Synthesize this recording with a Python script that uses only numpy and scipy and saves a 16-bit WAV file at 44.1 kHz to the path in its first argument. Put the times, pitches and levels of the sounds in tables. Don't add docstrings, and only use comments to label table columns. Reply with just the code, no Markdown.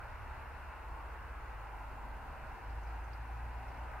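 import sys
import numpy as np
from scipy import signal
from scipy.fft import rfft, irfft
from scipy.io import wavfile
from scipy.ndimage import uniform_filter1d

SR = 44100
rng = np.random.default_rng(int(sys.argv[2]) if len(sys.argv) > 2 else 0)


def generate_wav(sig):
    pcm = np.round(np.clip(np.atleast_2d(sig).T, -1, 1) * 32767).astype(np.int16)
    wavfile.write(sys.argv[1], SR, pcm)


N = 176400


def amp(db):
    return 10 ** (np.asarray(db) / 20)


def unit_rms(x):
    return x / np.sqrt(np.mean(x ** 2) + 1e-20)


def at_hz(points, hz):
    f, value = np.transpose(points)
    return np.interp(np.log(hz + 1), np.log(f + 1), value)


def at_time(points, t):
    times, *columns = np.transpose(points)
    return [np.interp(t, times, column) for column in columns]


def seconds():
    return np.arange(N) / SR


def drift(rate_hz):
    f = np.fft.rfftfreq(N, 1 / SR)
    return unit_rms(irfft(rfft(rng.standard_normal(N)) * np.exp(-(f / rate_hz) ** 2), N))


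def bell(f, hz, octaves):
    return np.exp(-.5 * (np.log2((f + 1) / hz) / octaves) ** 2)


def band(x, hz, octaves):
    return irfft(rfft(x) * bell(np.fft.rfftfreq(N, 1 / SR), hz, octaves), N)


# (frequency [Hz], coherence [0 to 1])
COHERENCE = [(40, 1), (80, 0.9), (110, 0.71), (140, 0.56), (190, 0.046), (260, 0.59), (340, 0.54),
             (460, 0.59), (610, 0.79), (820, 0.91), (1100, .58), (1470, 0.57), (1960, 0.85), (2620, 0.82),
             (3500, 0.29)]
# (frequency [Hz], left minus right [dB])
BALANCE = [(80, -1), (170, 2.5), (260, 0), (380, -3.5), (550, -0.5), (790, 1.5), (1140, -0.5), (1650, .5),
           (2400, 0), (3500, -2), (5000, -0.2), (7200, -.4), (11000, .2)]
# (frequency [Hz], lead of the left [rad])
PHASE_LEAD = [(100, 0.11), (260, -0.36), (600, 0.044), (950, 0.26), (1720, -0.37), (2800, -0.032)]

def noise(colour, patchy_db, coherence=None, size=2048):
    hop = size // 4
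    t = np.arange(N // hop + 3)[:, None] * hop / SR
    hz = np.fft.rfftfreq(size, 1 / SR)
    a, b, c, d, patches = rng.standard_normal((5, len(t), len(hz)))
    patches = unit_rms(uniform_filter1d(uniform_filter1d(patches, size=12, axis=0), size=8, axis=1))
    if coherence is None:
        coherence = at_hz(COHERENCE, hz)
    left, independent = a + 1j * b, c + 1j * d
    right = coherence * left + np.sqrt(1 - coherence ** 2) * independent
    right *= np.exp(-1j * at_hz(PHASE_LEAD, hz))
    lean = amp(at_hz(BALANCE, hz) / 2)
    spectra = np.array([left * lean, right / lean]) * amp(colour(t, hz) + patchy_db * patches)
    _, sound = signal.istft(spectra.swapaxes(1, 2), nperseg=size, noverlap=size - hop)
    return unit_rms(sound[:, :N])


# (frequency [Hz], relative density [dB])
HISS_SPECTRUM = [(1500, -4), (3300, 7), (4300, 6.5), (5200, 3.5), (5700, 0.5), (7000, -1.5), (10000, -1.5),
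                 (15500, -3)]

def hiss():
    return amp(-72) * noise(lambda t, hz: at_hz(HISS_SPECTRUM, hz), patchy_db=1.3, coherence=-.055, size=512)


# (time [s], level [dB])
RUSTLE_LEVEL = [(0, -79.5), (.35, -84), (.8, -89), (2, -91), (2.5, -81.5), (2.75, -80.5), (3.2, -81),
                (3.45, -86), (3.7, -79.5), (4, -83)]
# (onset [s], level [dB], centre frequency [Hz], width [octaves])
LEAF_TICKS = [(2.698, -70, 4620, .16), (2.83, -70, 6100, .12), (2.872, -68, 4980, 0.04),
              (3.04, -73, 6330, 0.072), (3.131, -65, 4870, .2), (3.681, -70.5, 5400, .06)]

def leaves(grains_per_s=700, rise_s=.002, t60_s=.084, right_bias_db=6.5):
    t = seconds()
    grains = rng.standard_normal((2, N)) * (rng.random(N) < grains_per_s / SR)
    out = unit_rms(band(grains, hz=4480, octaves=.43)) * amp(at_time(RUSTLE_LEVEL, t)[0])
    for onset, db, hz, octaves in LEAF_TICKS:
        age = np.maximum(t - onset, 0)
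        attack = np.minimum(age / rise_s, 1)
        decay = amp(-60 * np.minimum(age / t60_s, 10))
        out += amp(db) * attack * decay * unit_rms(band(rng.standard_normal((2, N)), hz, octaves))
    return out * amp(np.array([[-right_bias_db], [right_bias_db]]) / 2)


# (frequency [Hz], relative density [dB])
RUMBLE_SPECTRUM = [(8, -26), (19, -1), (30, 0), (42, 1), (62, -1.5), (78, -5), (88, -7.5), (108, -4),
                   (125, -10.5), (145, -14.5), (170, -30), (260, -52), (1000, -88)]
# (time [s], level [dB])
RUMBLE_LEVEL = [(0, -49), (.2, -49.5), (.45, -51), (.75, -51), (1.4, -53), (2.1, -51.5), (2.6, -52.5),
                (3.3, -53), (4, -53)]

def rumble():
    deep = noise(lambda t, hz: at_hz(RUMBLE_SPECTRUM, hz), patchy_db=1.5, size=8192)
    return deep * amp(at_time(RUMBLE_LEVEL, seconds())[0])


# (frequency [Hz], relative density [dB])
RUSH_SPECTRUM = [(90, -28), (175, -11), (225, -3.5), (265, -4), (300, -7), (360, -3.5), (405, -8),
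                 (455, -3), (505, -5), (650, -1.5), (900, -5), (1200, -1.5), (1480, 1.5), (1770, -6.5),
                 (2000, -7), (2280, -11), (2720, -11.5), (3050, -21.5), (3500, -33.5), (6000, -42)]
# (time [s], level [dB], low-band lift [dB], upper-band lift [dB], treble lift [dB])
RUSH_LEVELS = [(0, -52.5, 0.5, 0.5, 0), (.6, -52.5, 0, .5, 1), (.9, -52.5, -2, -0.5, -1.5),
               (1.25, -52, -1, 0.5, -.5), (1.7, -52.5, -3.5, 0, -0.5), (2.1, -53.5, 5.5, -1, -1),
               (2.45, -52, 3.5, 1, -0.5), (2.9, -53, 0, -1.5, 0.5), (3.45, -53, 1, -2, -1),
               (3.78, -50.5, 1.5, -3, -2), (4, -53, 2, 3, 1.5)]

def rush(treble_hz=1810):
    def colour(t, hz):
        _, low_db, upper_db, treble_db = at_time(RUSH_LEVELS, t)
        low = low_db * bell(hz, 246, octaves=.28)
        upper = upper_db * bell(hz, 1280, octaves=.26)
        treble = treble_db * hz ** 2 / (hz ** 2 + treble_hz ** 2)
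        return at_hz(RUSH_SPECTRUM, hz) + low + upper + treble

    return noise(colour, patchy_db=1.0) * amp(at_time(RUSH_LEVELS, seconds())[0])


# (frequency [Hz], relative density [dB])
TYRE_SPECTRUM = [(520, -27), (620, -14), (710, -11), (790, 2), (840, 2.5), (960, 1), (1030, 1),
                 (1120, -6.5), (1400, -40.5)]
# (time [s], level [dB], shift of the band [octaves])
TYRE_COURSE = [(0, -56.5, .05), (.35, -54.5, .05), (.72, -56.5, .07), (.97, -53, .07), (1.4, -56.5, 0.031),
               (1.72, -52.5, 0.0027), (2.3, -53.5, -0.023), (2.8, -54, -0.059), (3.3, -54, -0.015),
               (3.65, -52.5, -0.061), (4, -52.5, -.07)]

def tyres():
    roar = noise(lambda t, hz: at_hz(TYRE_SPECTRUM, hz / 2 ** at_time(TYRE_COURSE, t)[1]), patchy_db=1.27)
    return roar * amp(at_time(TYRE_COURSE, seconds())[0])


def room_resonance(hz, centre_hz=118.3, half_width_hz=5.4, peak_db=9.5):
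    return peak_db / (1 + ((hz - centre_hz) / half_width_hz) ** 2)


def drone(firing_hz, db, orders, waver_share=.0043, waver_db=.64, waver_hz=6.5):
    phase = 2 * np.pi * np.cumsum(firing_hz * (1 + waver_share * drift(waver_hz))) / SR
    out = np.sin(phase) * amp(waver_db * drift(waver_hz))
    for order, order_db in orders:
        partial_db = order_db + room_resonance(order * firing_hz) + waver_db * drift(waver_hz)
        out += amp(partial_db) * np.sin(order * phase + 2 * np.pi * rng.random())
    return np.sqrt(2) * amp(db) * out


# (time [s], firing rate [Hz], level [dB])
FAR_COURSE = [(0, 69.9, -66), (.3, 68.5, -51.5), (.75, 68.5, -56), (1.3, 67.1, -52), (1.7, 67.6, -72),
              (2.05, 67.38, -57), (2.3, 67.2, -49.5), (2.6, 66.36, -61), (4, 66.07, -63)]
# (frequency [multiple of the firing rate], relative level [dB])
FAR_ORDERS = [(2, -21)]

def far_engine():
    return drone(*at_time(FAR_COURSE, seconds()), FAR_ORDERS)


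# (time [s], firing rate [Hz])
NEAR_FIRING = [(0, 53.24), (1, 51.95), (2.15, 50.67), (2.4, 52.23), (2.68, 52.33), (2.9, 54.6), (3.2, 56.2),
               (3.75, 58.7), (4, 60.95)]
# (time [s], level [dB])
NEAR_LEVEL = [(0, -65), (.4, -59), (.68, -60), (.85, -50), (1.75, -48.5), (2.25, -50), (2.42, -66),
              (2.56, -62), (2.68, -41), (2.8, -42), (3.05, -45.5), (3.45, -44), (3.7, -46.5), (4, -48.5)]
# (frequency [multiple of the firing rate], relative level [dB])
NEAR_ORDERS = [(.5, -26), (1.5, -19.5), (2, -21), (3, -41)]

def near_engine():
    t = seconds()
    return drone(*at_time(NEAR_FIRING, t), *at_time(NEAR_LEVEL, t), NEAR_ORDERS)


def scene():
    return near_engine() + far_engine() + rumble() + rush() + tyres() + hiss() + leaves()


def record(dry, cutoff_hz=15720):
    low_pass = signal.firwin(1023, cutoff_hz, window=("kaiser", 9), fs=SR)
    return signal.oaconvolve(dry, low_pass[None], "same")


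dry = scene()
out = record(dry)
generate_wav(out)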